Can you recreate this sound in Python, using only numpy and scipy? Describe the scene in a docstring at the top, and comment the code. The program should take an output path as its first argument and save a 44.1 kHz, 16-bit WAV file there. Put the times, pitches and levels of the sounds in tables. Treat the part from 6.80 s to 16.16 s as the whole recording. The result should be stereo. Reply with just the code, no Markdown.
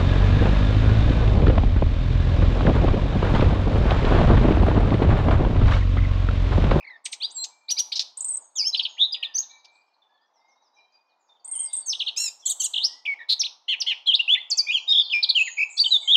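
"""A warbler sings two fast phrases close to a microphone in a garden. Each side of its voice box
whistles a near-sine that glides, flicks or trills; fluttering membranes make harsh noisy rasps.
Walls and trees throw the song back as sparse echoes. Other birds whistle and twitter farther off,
over a dull traffic hum of shaped noise; a noise gate lowers everything while the singer is silent.
Table levels are source levels, ahead of echoes, filtering, channel balance and gate."""
import sys
import numpy as np
from scipy import signal
from scipy.fft import rfft, irfft
from scipy.io import wavfile
from scipy.ndimage import uniform_filter1d

SR = 44100
rng = np.random.default_rng(int(sys.argv[2]) if len(sys.argv) > 2 else 0)


def waveform_to_disk(signal):
    """Save audio, clipped to [-1, 1], as 16-bit WAV at the path in sys.argv[1]."""
    frames = np.transpose(np.atleast_2d(signal))
    scaled = np.clip(frames, -1, 1) * 32767
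    samples = np.round(scaled).astype(np.int16)
    wavfile.write(sys.argv[1], SR, samples)


def gain_from_db(level_db):
    """Turn a decibel level (scalar or array-like) into a linear amplitude factor."""
    decades = np.asarray(level_db, float) / 20
    return 10 ** decades


N = 412776  # samples


def evened(x):
    """Scales to rms 1."""
    return x / np.sqrt(np.mean(x ** 2) + 1e-20)


def read(points, hz):
    """Reads a spectrum table on a log-frequency axis."""
    f, value = np.transpose(points)
    return np.interp(np.log(hz + 1), np.log(f + 1), value)


def add(mix, s, sound):
    """Mixes a sound in at s seconds."""
    part = mix[round(s * SR):][:len(sound)]
    part += sound[:len(part)]


def waver(count, span_s):
    """Random drift of rms 1: noise smoothed twice over span_s."""
    size = max(round(span_s * SR), 1)
    smooth = uniform_filter1d(rng.standard_normal(count), size)
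    return evened(uniform_filter1d(smooth, size))


# spectrum shape of traffic and air: (f/Hz, relative level/dB)
HUM_SPECTRUM = [(150, -43), (230, -17.5), (450, -13), (900, 1.5), (1200, -8), (1500, -14.5), (2200, -21.5),
                (3000, -26), (4500, -25), (6500, -30), (8500, -49.5), (15000, -43)]


def hum():
    """Far traffic and air: shaped noise with faint drifting patches."""
    frames, hz = N // 256 + 5, np.fft.rfftfreq(1024, 1 / SR)
    # each of the three: frequency down, time across
    real, imaginary, patches = rng.standard_normal((frames, 513, 3)).T
    patches = uniform_filter1d(patches, 10, 0)
    patches = evened(uniform_filter1d(patches, 20, 1))
    shape_db = read(HUM_SPECTRUM, hz)[:, None] + 1.3 * patches
    spectrum = (real + 1j * imaginary) * gain_from_db(shape_db)
    noise = signal.istft(spectrum, nperseg=1024, noverlap=768)[1][:N]
    return gain_from_db(-60.5) * evened(noise)


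# pitch range of the twitter: (lowest f/Hz, highest f/Hz)
CHATTER_HZ = (3200, 5600)
# length range of its slurs: (shortest/s, longest/s)
CHATTER_S = (.01, .04)


def chatter():
    """Rows for the faint random twitter of the farthest birds: mostly short falling slurs."""
    count = 320
    at, pitch, fall, span, size = rng.random((count, 5)).T
    low_hz, high_hz = CHATTER_HZ
    start_hz = low_hz * (high_hz / low_hz) ** pitch
    end_hz = start_hz * (1 - .3 * fall ** 2)
    length = np.interp(span, [0, 1], CHATTER_S)
    level_db = -74 - 2 * np.log(size + .02)  # a few calls stand out
    return np.transpose([at * N / SR, length, start_hz, end_hz, level_db])


# calls of other birds: (t/s, length/s, start f/Hz, end f/Hz, level/dB)
FAR_CALLS = [(0.686, 0.23, 2319, 2390, -60.5), (1.605, .03, 7300, 6600, -53.5),
             (1.635, 0.045, 6550, 6600, -52), (2.083, 0.09, 6810, 6420, -53.5),
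             (2.339, 0.22, 1974, 1732, -56), (2.618, 0.026, 4600, 3370, -47.5),
             (2.69, 0.11, 2310, 2320, -52), (2.81, .25, 2330, 2362, -57), (2.694, 0.016, 3400, 4360, -51),
             (2.704, 0.082, 1830, 1807, -62), (2.705, 0.016, 3340, 4400, -44.5),
             (2.734, 0.02, 3900, 3850, -47.5), (2.794, 0.021, 5200, 4250, -58),
             (2.877, 0.021, 4900, 3610, -54), (2.913, 0.085, 7750, 7670, -67.5),
             (2.91, 0.2, 2473, 2411, -60), (2.953, 0.0081, 4900, 3600, -53),
             (3.01, 0.016, 4820, 4670, -60.5), (3.132, 0.026, 4340, 4345, -65),
             (3.137, 0.011, 4520, 3840, -54.5), (3.219, 0.015, 3610, 3440, -52),
             (3.273, 0.19, 1664, 1816, -63), (3.28, .2, 3570, 3310, -66), (4.12, .018, 6800, 4860, -67),
             (4.545, .035, 4130, 2900, -63), (3.409, 0.034, 4710, 4990, -66),
             (3.455, 0.034, 6080, 5240, -72), (3.533, 0.065, 6180, 5050, -61.5),
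             (3.553, 0.21, 2034, 2180, -62), (3.6, 0.095, 4630, 5120, -70), (3.593, 0.083, 3610, 3820, -68),
             (3.676, 0.063, 6600, 5066, -60.5), (3.752, 0.016, 5520, 3680, -69),
             (3.755, 0.097, 3740, 3880, -62), (3.812, 0.079, 6500, 4530, -61),
             (3.922, 0.13, 3904, 3955, -60), (3.944, 0.05, 6470, 4840, -60),
             (3.955, 0.12, 2388, 2388, -53.5), (4.033, 0.09, 3150, 3150, -72.5),
             (4.057, 0.45, 2503, 2414, -68), (4.118, 0.063, 4876, 4750, -55),
             (4.286, 0.053, 4750, 3480, -64), (4.39, 0.094, 7380, 6270, -66.5),
             (4.48, 0.025, 6350, 3800, -65.5), (4.489, 0.053, 3643, 3545, -52.5),
             (4.595, 0.018, 4860, 4390, -58.5), (4.644, 0.3, 2102, 2130, -65),
             (4.73, 0.04, 3450, 2910, -51.5), (4.739, 0.098, 7000, 6360, -56),
             (4.777, 0.043, 3140, 3190, -44), (4.85, 0.016, 5600, 4840, -54),
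             (4.868, 0.05, 4790, 4710, -48.5), (5.011, 0.058, 4730, 4430, -51),
             (5.595, 0.022, 6270, 5100, -48), (5.62, 0.03, 3600, 3050, -46.5),
             (6.07, 0.13, 1850, 2020, -60.5), (6.11, 0.14, 6520, 6460, -68.5),
             (6.2, 0.042, 1956, 1970, -64), (7.72, .06, 2700, 2500, -52), (7.78, 0.085, 2250, 2500, -50),
             (7.912, .045, 6900, 6800, -48), (7.955, .04, 6700, 5200, -48),
             (8.087, 0.033, 4770, 5440, -32.5), (8.188, 0.088, 5170, 3920, -37.5),
             (8.321, 0.04, 4950, 5430, -34.5), (8.545, 0.22, 7090, 6740, -41),
             (8.893, 0.084, 7500, 6240, -45.5), (8.885, 0.12, 7400, 7920, -48),
             (9.047, 0.06, 7970, 7470, -45.5), (9.06, 0.11, 6850, 6610, -48.5),
             (9.197, 0.14, 8000, 7070, -49.5), (9.219, 0.079, 2270, 2074, -51.5),
             (9.231, 0.08, 7000, 6300, -50.5)]
# one hoarse distant call: (t/s, length/s, centre f/Hz, width f/Hz, rms level/dB)
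FAR_RASP = (4.885, .08, 3650, 400, -49)


def others():
    """Distant whistles that glide quickly at first, blurred by moving air, and one hoarse call."""
    mix = np.zeros(N)
    for s, length, start_hz, end_hz, db in [*FAR_CALLS, *chatter()]:
        u = np.linspace(0, 1, round(length * SR))
        pitch = start_hz + (end_hz - start_hz) * u ** 0.88
        blur = .002 + .02 * (start_hz / 7500) ** 4  # high calls arrive buzzier
        pitch *= 1 + blur * waver(len(u), .002)
        flutter = gain_from_db(2.2 * waver(len(u), .006))
        level = gain_from_db(db) * flutter * signal.windows.tukey(len(u), .38)
        add(mix, s, level * np.sin(2 * np.pi * np.cumsum(pitch) / SR))
    s, *note = FAR_RASP
    add(mix, s, rasp(*note))
    return mix


# echo decay time by band: (f/Hz, t60/s)
GARDEN_DECAY = [(2000, 0.55), (4500, 0.54), (9000, 0.56)]


def garden(x, start_s, early_db):
    """Sparse echoes of random sign; a loud first burst from near walls, then a tail by band."""
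    at = np.arange(round(start_s * SR), SR - 20, 20)
    taps = np.zeros(SR)
    taps[at + rng.integers(0, 20, len(at))] = rng.choice([-1., 1.], len(at))
    taps *= 1 + gain_from_db(early_db) * np.exp(-np.arange(SR) / SR / 0.0074)
    hz, t, z = signal.stft(taps, SR, nperseg=256)
    decay_db = -60 * t / read(GARDEN_DECAY, hz)[:, None]
    tail = signal.istft(z * gain_from_db(decay_db), SR, nperseg=256)[1]
    return signal.fftconvolve(x, tail / np.linalg.norm(tail))[:N]


def rasp(length, centre_hz, width_hz, db, taper=.7, fade_db=0):
    """Irregular membrane flutter: bursts of noise in the windpipe resonance, with a thin high skirt."""
    count = round(length * SR)
    hz = np.fft.rfftfreq(count, 1 / SR)
    pipe = 1 / (1 + (2 * (hz - centre_hz) / width_hz) ** 4)
    pipe += gain_from_db(-27.0 - 1.5 * hz / 1000) * (hz > centre_hz)  # the skirt
    noise = irfft(rfft(rng.standard_normal(count)) * pipe, count)
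    buzz = evened(noise * gain_from_db(3.1 * waver(count, 0.00057)))
    fade = gain_from_db(np.linspace(0, fade_db, count))
    return gain_from_db(db) * buzz * signal.windows.tukey(count, taper) * fade


# harsh notes, and high hiss over chirps, buzz and duets: (t/s, length/s, centre f/Hz, width f/Hz, rms level/dB)
RASPS = [(0.25, 0.025, 5100, 4140, -34.5), (0.638, 0.015, 5700, 3620, -28),
         (0.318, 0.039, 5800, 4100, -38.5), (2.843, 0.018, 4430, 3030, -44.5),
         (.903, .028, 8500, 9000, -38.5), (.986, .028, 8500, 9000, -38), (5.362, .13, 11500, 6000, -49),
         (5.655, .072, 11500, 6000, -49), (5.795, .078, 11500, 6000, -49), (6.483, 0.066, 4050, 865, -19)]
# rasps that start hard and die away: (t/s, length/s, centre f/Hz, width f/Hz, starting rms level/dB)
SCRATCHES = [(1.119, .034, 4100, 2200, -28), (1.154, .034, 4700, 2200, -22), (1.191, .04, 4600, 2500, -21)]


def rasps():
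    """Harsh notes and fading scratches from membrane flutter, and bands of high hiss over the chirps, buzz and
    duets."""
    harsh = [(s, rasp(*note)) for s, *note in RASPS]
    return harsh + [(s, rasp(*note, taper=.25, fade_db=-12)) for s, *note in SCRATCHES]


def whistle(rows, overtone_db, trill_rate=1, trill_hz=0, edge_s=.003):
    """A near-sine from one syrinx membrane, with weak second and third partials."""
    s, hz, db = np.transpose(rows)
    t = np.arange(s[0] - edge_s, s[-1] + edge_s, 1 / SR)
    trill = trill_hz * np.sin(2 * np.pi * trill_rate * (t - t[0]))
    pitch = uniform_filter1d(np.interp(t, s, hz), 40) + trill + 18 * waver(len(t), 0.0014)
    turn = 2 * np.pi * np.cumsum(pitch) / SR
    level_db = np.interp(t, s, db)
    heard = np.clip((16000 - 3 * pitch) / 1000, 0, 1)  # no third partial above 16 kHz
    third_db = min(overtone_db, -40.) + 0.8 * (level_db + 2.0)  # grows with effort
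    third = gain_from_db(third_db) * heard * np.sin(3 * turn)
    tone = np.sin(turn) + gain_from_db(overtone_db) * np.sin(2 * turn) + third
    edges = np.clip(np.minimum(t - t[0], t[-1] - t) / (1.1 * edge_s), 0, 1) ** 2
    return t[0], gain_from_db(level_db + 1.2 * waver(len(t), 0.0039)) * edges * tone


# second partial against the fundamental: (fundamental f/Hz, relative level/dB)
OVERTONE = [(1900, -14.5), (2300, -16), (2470, -33), (3200, -45), (4500, -35.5), (6000, -35.5), (8000, -56)]


def voiced(rows, trill_rate=1, trill_hz=0):
    """One whistled note whose second partial depends on its mean pitch."""
    mean_hz = np.mean(rows, 0)[1]
    return whistle(rows, read(OVERTONE, mean_hz), trill_rate, trill_hz)


# trilled glides: (trill rate/Hz, trill depth f/Hz, [(t/s, f/Hz, level/dB), ..])
TRILLS = [(148.8, 150, [(2.17, 1900, -47), (2.19, 3266, -29.5), (2.215, 3634, -13), (2.258, 3853, -19)]),
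          (148.5, 270, [(5.985, 2927, -28), (6.03, 3910, -25.5), (6.05, 5100, -13.5),
          (6.074, 5810, -28.5)]), (139.5, 86, [(9.277, 3145, -20.5), (9.31, 3340, -11.5),
          (9.335, 3767, -13.5), (9.359, 2964, -9)]), (123, 230, [(1.754, 6350, -46), (1.762, 7200, -30),
          (1.8, 5016, -18), (1.83, 4640, -24.5), (1.85, 5100, -32)]), (40, 30, [(.122, 1900, -42.5),
          (.159, 1810, -41), (.178, 1760, -58)]), (36, 80, [(6.392, 1854, -36.5), (6.425, 1870, -38),
          (6.445, 1740, -46)]), (44, -200, [(8.13, 3446, -17), (8.15, 3450, -13), (8.19, 3470, -13.5),
          (8.2, 3600, -13), (8.219, 3350, -18)]), (49.5, 165, [(8.773, 2317, -29.5), (8.79, 2400, -20),
          (8.836, 2500, -17), (8.846, 2440, -30)])]


def trills():
    """Glides whose pitch swings in a fast sine."""
    return [voiced(rows, rate, depth_hz) for rate, depth_hz, rows in TRILLS]


# double arches of both voices: (t/s, low top f/Hz, high top f/Hz, level/dB)
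DUETS = [(5.655, 3486, 7920, -17.5), (5.797, 3200, 7850, -18)]
# shape of the arches: (t/s, low f/share of its first top, high f/share of its first top, level/dB)
DUET_SHAPE = [(0, .92, .86, -20), (.004, .98, .985, -6), (.009, 1, 0.98, 0), (.017, .95, .94, -5),
              (.028, .87, .79, -10), (.035, .88, .77, -14), (.047, 1.11, 1.08, -2), (.064, .93, .88, -5),
              (.073, .84, .83, -15)]
# partials of the pair: (multiple of low f, multiple of high f)
DUET_TONES = [(1, 0), (2, 0), (3, 0), (0, 1), (-1, 1), (1, 1), (2, 1), (-1, 2)]
# their balance, one per partial: [level/dB]
DUET_TONES_DB = [-11.5, -9, -25.5, 0, -14.5, -20.5, -30, -30]


def duets():
    """Two voices at once, heard with their multiples, sums and differences."""
    notes = []
    for s, low, high, db in DUETS:
        for (m, n), tone_db in zip(DUET_TONES, DUET_TONES_DB):
            rows = [(s + at, m * a * low + n * b * high, db + more + tone_db)
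                    for at, a, b, more in DUET_SHAPE]
            notes.append(whistle(rows, -62))
    return notes


# course of one held buzz: (t/s, fundamental f/Hz, level/dB)
BUZZ = [(5.364, 1213, -34.5), (5.378, 1327, -27), (5.41, 1382, -26.5), (5.46, 1349, -26.5),
        (5.49, 1213, -34.5)]
# its partials: [multiple of the fundamental]
BUZZ_TONES = [2, 3, 4, 6, 7, 8, 10]
# their balance, one per partial: [level/dB]
BUZZ_TONES_DB = [-11, -12, 0, -10, -30, -28, -32]
# pulse swing either way, one per partial: [level/dB]
BUZZ_PULSE_DB = [1, 7, 1, 2, 7, 4, 4]


def held_buzz():
    """A stack of partials whose levels pulse together 52 times a second."""
    notes = []
    for k, tone_db, pulse_db in zip(BUZZ_TONES, BUZZ_TONES_DB, BUZZ_PULSE_DB):
        s, tone = whistle([(s, k * hz, db + tone_db) for s, hz, db in BUZZ], -61)
        pulse = np.sin(2 * np.pi * 52 * np.arange(len(tone)) / SR)
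        notes.append((s, tone * gain_from_db(pulse_db * pulse)))
    return notes


# one rolled syllable sung twice: (t/s, level/dB)
ROLLS = [(6.882, -20), (7.065, -19.5)]
# its course: (t/s, fundamental f/Hz, level/dB)
ROLL_SHAPE = [(0, 985, -6.5), (0.011, 1088, 1), (.038, 1050, 0.5), (.058, 890, -1), (.07, 723, -19)]
# its partials: [multiple of the fundamental]
ROLL_TONES = [2, 3, 4]
# their balance, one per partial: [level/dB]
ROLL_TONES_DB = [-21, 0, -15]
# trill depth, one per partial: [f/Hz]
ROLL_DEPTH_HZ = [20, 215, 30]


def rolls():
    """A strong third partial with its two neighbours, trilled 121 times a second."""
    notes = []
    for s, db in ROLLS:
        for k, tone_db, depth_hz in zip(ROLL_TONES, ROLL_TONES_DB, ROLL_DEPTH_HZ):
            rows = [(s + at, k * hz, db + more + tone_db) for at, hz, more in ROLL_SHAPE]
            notes.append(whistle(rows, -35, 121, depth_hz))
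    return notes


# quick upward flicks over the held buzz: (t/s, top f/Hz, level/dB)
FLICKS = [(5.372, 6900, -21.5), (5.385, 7300, -26.5), (5.399, 7450, -21), (5.416, 7300, -22.5),
          (5.436, 7620, -22.5), (5.457, 7500, -22), (5.477, 7350, -27)]
# shape of a flick: (t/s, f/Hz from the top, level/dB)
FLICK_SHAPE = [(0, -900, -7.5), (.004, -500, -1), (.008, 1.5, -2.5), (.013, -600, -7.5)]


def flicks():
    """Courses of the other voice flicking up over the buzz."""
    return [[(s + at, top + hz, db + more) for at, hz, more in FLICK_SHAPE] for s, top, db in FLICKS]


# a sharp chirp sung twice: (t/s, level/dB)
CHIRPS = [(.885, -17.5), (.967, -16)]
# course of each of the two voices: [(t/s, f/Hz, level/dB), ..]
CHIRP_VOICES = [
    [(0, 3734, -18), (.01, 4746, -9.5), (.018, 4927, -4.5), (.024, 6570, -12.5), (.03, 5890, -2.5),
     (.038, 5785, 0), (.047, 5760, -12)],
    [(.002, 2235, -33), (.016, 2450, -22), (.024, 4720, -2), (.03, 3510, -11.5), (.037, 2826, -17)],
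]


def chirps():
    """Courses of both voices snapping upwards together."""
    return [[(s + at, hz, db + more) for at, hz, more in voice]
            for s, db in CHIRPS for voice in CHIRP_VOICES]


# drops that spring back and drop again: (t/s, top f/Hz, bottom f/Hz, level/dB)
ZIGZAGS = [(1.943, 4800, 2970, -14), (1.992, 4560, 3000, -11.5), (2.049, 4510, 2916, -15.5),
           (2.339, 4410, 3230, -20), (2.345, 4375, 2774, -22.5)]
# shape of a zigzag: (t/s, f/share of the drop above the bottom, level/dB)
ZIGZAG_SHAPE = [(0, 0.92, -16), (.006, 0, -0.5), (.011, .8, -11.5), (0.019, -.2, -12.5)]


def zigzags():
    """Courses that drop, spring back and drop again."""
    return [[(s + at, low + share * (top - low), db + more) for at, share, more in ZIGZAG_SHAPE]
            for s, top, low, db in ZIGZAGS]


def glide(bend, s, length, start_hz, end_hz, db):
    """Pitch bends from start to end; the level swells and drops."""
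    u = np.linspace(0, 1, num=11)
    level_db = db + np.interp(u, [0, .55, 1], [-12.5, 0, -6.5])
    pitch = end_hz + (start_hz - end_hz) * (1 - u) ** bend
    return np.transpose([s + length * u, pitch, level_db])


# glides that slow down towards their end: (t/s, length/s, start f/Hz, end f/Hz, level/dB)
GLIDES = [(0.244, 0.023, 7920, 8440, -31), (.255, 0.0059, 9380, 7670, -30), (.254, .012, 6900, 2000, -27),
          (.323, .012, 6400, 2100, -27), (7.314, .017, 3800, 2700, -17), (0.316, 0.021, 8700, 8100, -32.5),
          (0.327, 0.0093, 5240, 3654, -29), (.5, 0.03, 4830, 8830, -40), (1.12, 0.015, 2280, 4674, -24),
          (1.859, .035, 5990, 6500, -28), (1.929, 0.015, 3974, 4086, -19),
          (1.969, 0.019, 5320, 4350, -22.5), (2.028, 0.016, 5183, 4250, -25.5),
          (2.323, 0.015, 4936, 4830, -19.5), (2.437, 0.025, 4330, 3425, -23),
          (2.54, 0.031, 4920, 4520, -42), (5.195, .018, 4620, 2800, -19), (5.264, 0.021, 4050, 2776, -19.5),
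          (5.936, 0.012, 4316, 2800, -18.5), (5.957, .015, 4020, 2900, -16), (5.978, .01, 4164, 2860, -15),
          (6.633, 0.024, 2260, 4300, -21), (6.615, .012, 5600, 5370, -21.5),
          (7.018, 0.0096, 5495, 5300, -23), (7.393, 0.015, 2654, 2866, -11.5),
          (7.562, 0.031, 1760, 2150, -28), (7.778, .013, 6620, 5900, -21), (7.873, 0.032, 3145, 3860, -35),
          (7.956, 0.037, 4840, 4010, -37.5), (8.665, 0.024, 2484, 1840, -25.5),
          (8.97, 0.023, 4200, 4780, -21), (8.973, 0.016, 4960, 5780, -29), (9.053, 0.021, 3410, 2980, -14)]
# plunges fall steeply and level out: (t/s, length/s, start f/Hz, end f/Hz, level/dB)
PLUNGES = [(7.702, .034, 7700, 4420, -14), (7.773, .038, 7500, 4575, -12.5)]
# dives start slowly and steepen: (t/s, length/s, start f/Hz, end f/Hz, level/dB)
DIVES = [(6.595, .024, 6390, 3400, -14.5), (7.003, .021, 6200, 2800, -16.5),
         (6.655, .014, 4300, 2600, -21.5)]


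def glides():
    """Courses of all bent glides; a bend above 1 moves fastest at first, below 1 at the end."""
    families = [(1.5, GLIDES), (3.4, PLUNGES), (.42, DIVES)]
    return [glide(bend, *row) for bend, rows in families for row in rows]


def hook(s, length, top_hz, end_hz, db):
    """Up to the top, then loudest midway down the fall."""
    top_s, end_s = s + .3 * length, s + length
    return [(s, .78 * top_hz, db - 9), (top_s, top_hz, db - 4.5),
            ((top_s + end_s) / 2, (top_hz + end_hz) / 2, db), (end_s, end_hz, db - 9.5)]


# flicks up to a top that fall away: (t/s, length/s, top f/Hz, end f/Hz, level/dB)
HOOKS = [(.005, 0.0082, 2620, 2390, -36), (.023, 0.015, 2750, 2220, -37), (0.042, 0.016, 2250, 2050, -35.5),
         (0.064, 0.031, 2280, 1976, -35.5), (0.097, 0.025, 2090, 1870, -35.5),
         (1.12, 0.013, 4940, 3350, -21), (2.428, 0.0092, 3400, 2347, -17), (5.062, .012, 8800, 7360, -30.5),
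         (5.147, 0.013, 3980, 2980, -26.5), (5.21, .019, 4110, 2580, -21),
         (5.278, 0.019, 4435, 2685, -20.5), (7.26, 0.025, 4180, 3830, -23), (8.428, .02, 4940, 3200, -11),
         (8.49, .021, 4760, 3330, -9.5), (9.041, 0.014, 3750, 3360, -15.5)]


def hooks():
    """Courses of all hooks."""
    return [hook(*row) for row in HOOKS]


def seep(s, length, top_hz, db, leap_db):
    """A leap that overshoots, settles and sags."""
    leap_hz, rise_s, sag_hz_per_s = 1800, 0.0041, 14000
    held_hz, held_s = top_hz - 348, min(2 * rise_s, (rise_s + length) / 2)
    end_hz = held_hz - sag_hz_per_s * (length - held_s)
    return [(s, top_hz - leap_hz, leap_db - 6),
            (s + rise_s / 2, top_hz - leap_hz / 2, leap_db),
            (s + rise_s, top_hz, (leap_db + db) / 2),
            (s + held_s, held_hz, db),
            (s + length, end_hz, db - 4)]


# high sibilant notes: (t/s, length/s, top f/Hz, held level/dB, leap level/dB)
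SEEPS = [(1.373, 0.026, 8800, -35, -27.5), (1.407, .029, 8560, -30, -20), (1.445, 0.039, 8835, -27.5, -21),
         (1.485, 0.045, 8795, -24, -24.5), (1.533, .027, 8640, -23.5, -36), (1.568, 0.012, 8420, -24, -32),
         (4.646, 0.015, 8590, -33, -36), (4.677, 0.025, 9015, -33.5, -35), (4.712, 0.029, 8960, -26, -30),
         (4.752, 0.026, 9220, -24.5, -28), (4.792, 0.039, 9020, -24, -27),
         (4.835, .032, 8840, -25.5, -28.5), (4.93, .026, 8810, -23, -28), (4.966, .031, 8934, -25, -26),
         (5.005, .009, 8704, -30.5, -34)]


def seeps():
    """Courses of all sibilant notes."""
    return [seep(*row) for row in SEEPS]


# long whistles of either voice: [(t/s, f/Hz, level/dB), ..]
WHISTLES = [
    [(.403, 3070, -38), (.434, 4626, -24.5), (.458, 4850, -28.5)],
    [(.413, 2356, -44), (.448, 3815, -22.5), (.462, 4097, -30)],
    [(.542, 8200, -44.5), (.554, 7550, -35.5), (.575, 7535, -29.5), (.6, 7490, -33), (.64, 7660, -31)],
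    [(.566, 4600, -44), (.586, 4070, -37), (.64, 4192, -29), (.652, 2520, -45.5)],
    [(1.757, 3668, -40), (1.79, 2930, -40.5), (1.832, 2210, -47), (1.86, 3000, -40), (1.885, 3330, -40)],
    [(1.851, 5024, -23.5), (1.87, 5320, -20), (1.891, 5450, -22.5), (1.903, 4930, -24.5)],
    [(2.538, 4500, -47.5), (2.547, 6050, -31.5), (2.557, 5975, -17.5), (2.566, 6370, -21.5),
     (2.577, 6120, -36.5)],
    [(2.578, 4403, -29), (2.584, 5844, -18.5), (2.592, 6650, -16), (2.599, 6530, -30.5), (2.607, 6506, -15)],
    [(5.06, 6720, -41), (5.07, 6540, -32), (5.097, 6086, -21.5), (5.104, 5110, -17.5), (5.114, 5670, -27),
     (5.138, 2744, -24.5)],
    [(6.254, 2350, -28), (6.259, 3560, -33.5), (6.265, 2476, -24), (6.276, 2277, -25.5),
     (6.34, 2195, -24.5)],
    [(7.267, 2930, -39), (7.276, 3390, -14.5), (7.295, 3200, -11), (7.312, 2950, -17.5)],
    [(7.336, 3190, -14.5), (7.351, 3860, -9.5), (7.362, 5340, -34.5)],
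    [(7.48, 2600, -19), (7.511, 3302, -13.5), (7.545, 3556, -12), (7.555, 2073, -27), (7.562, 2883, -18)],
    [(7.866, 2123, -44.5), (7.872, 2370, -28.5), (7.908, 2460, -16.5), (7.914, 3080, -29),
     (7.921, 2586, -20), (7.932, 3460, -27), (7.951, 3240, -13), (7.986, 2530, -26.5)],
    [(8.075, 3634, -36.5), (8.081, 3758, -21.5), (8.113, 3670, -15), (8.127, 3754, -12.5)],
    [(8.3, 3108, -25.5), (8.309, 3628, -27), (8.341, 2398, -15.5), (8.385, 2400, -20.5),
     (8.41, 2408, -32.5)],
    [(8.548, 2910, -27.5), (8.556, 3267, -16), (8.574, 2877, -14), (8.602, 2481, -18.5), (8.616, 2617, -12),
     (8.633, 2800, -26.5)],
    [(8.974, 3420, -38), (8.988, 3482, -26), (9.003, 4690, -10), (9.029, 4497, -16)],
    [(9.108, 4026, -19.5), (9.12, 3955, -11.5), (9.168, 3488, -14.5)],
]


def strokes():
    """The (t/s, f/Hz, level/dB) course of every untrilled single-voiced stroke."""
    return WHISTLES + zigzags() + flicks() + chirps() + glides() + hooks() + seeps()


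def singer():
    """All strokes, trills and rasps of the near bird, with air hissing past the membranes."""
    courses = strokes()
    notes = [voiced(rows) for rows in courses] + duets() + held_buzz() + rolls() + trills()
    mix, squares = np.zeros((2, N))
    for s, sound in notes:
        add(mix, s, sound)
        add(squares, s, sound ** 2)
    effort = uniform_filter1d(abs(mix), 60)
    # two voices in one windpipe make sum and difference tones
    mix += gain_from_db(-30.5) * (mix ** 2 - squares) / (effort + 1e-4)
    air_band = signal.butter(3, [2000, 6500], "bandpass", fs=SR, output="sos")
    air = signal.sosfilt(air_band, rng.standard_normal(N))
    mix += gain_from_db(-32.0) * effort * air
    for (s, hz, db), (next_s, next_hz, next_db), *_ in courses:
        if next_hz - hz > 200e3 * (next_s - s):  # a steep upward start snaps the membrane open
            add(mix, s, rasp(0.003, 8000, 16000, max(db, next_db) - 31.0))
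    for s, sound in rasps():
        add(mix, s, sound)
    # a tiny body radiates no bass
    body = signal.butter(6, 1550, "highpass", fs=SR, output="sos")
    return signal.sosfilt(body, mix)


def scene():
    """One microphone, fed to two channels with the right a little louder."""
    near, far = singer(), others()
    near_echo = gain_from_db(-6.5) * garden(near, .003, 20.1)
    far_echo = gain_from_db(-1.0) * garden(far, 0.0057, 7.0)
    mono = near + near_echo + far + far_echo + hum()
    return mono * gain_from_db([[-.55], [.55]])


def band_limit(x):
    """A steep low-pass at the top of the band."""
    return signal.sosfilt(signal.butter(12, 15710, fs=SR, output="sos"), x)


def record(dry):
    """The gate opens within milliseconds on a loud note and sinks by up to 10.5 dB as sound dies away."""
    power = uniform_filter1d((dry ** 2).mean(0), 300)
    power_db = 10 * np.log10(abs(power) + 1e-12)
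    fall = np.arange(N) * 220.0 / SR  # the detector falls 220 dB a second
    held_db = np.maximum.accumulate(power_db + fall) - fall
    gate_db = np.clip(0.4 * (held_db + 33.5), -10.5, 0)  # 0.4 dB of cut per dB below -33.5 dB
    mix = dry * gain_from_db(uniform_filter1d(gate_db, 400))
    return band_limit(mix)


dry = scene()
out = record(dry)
waveform_to_disk(out)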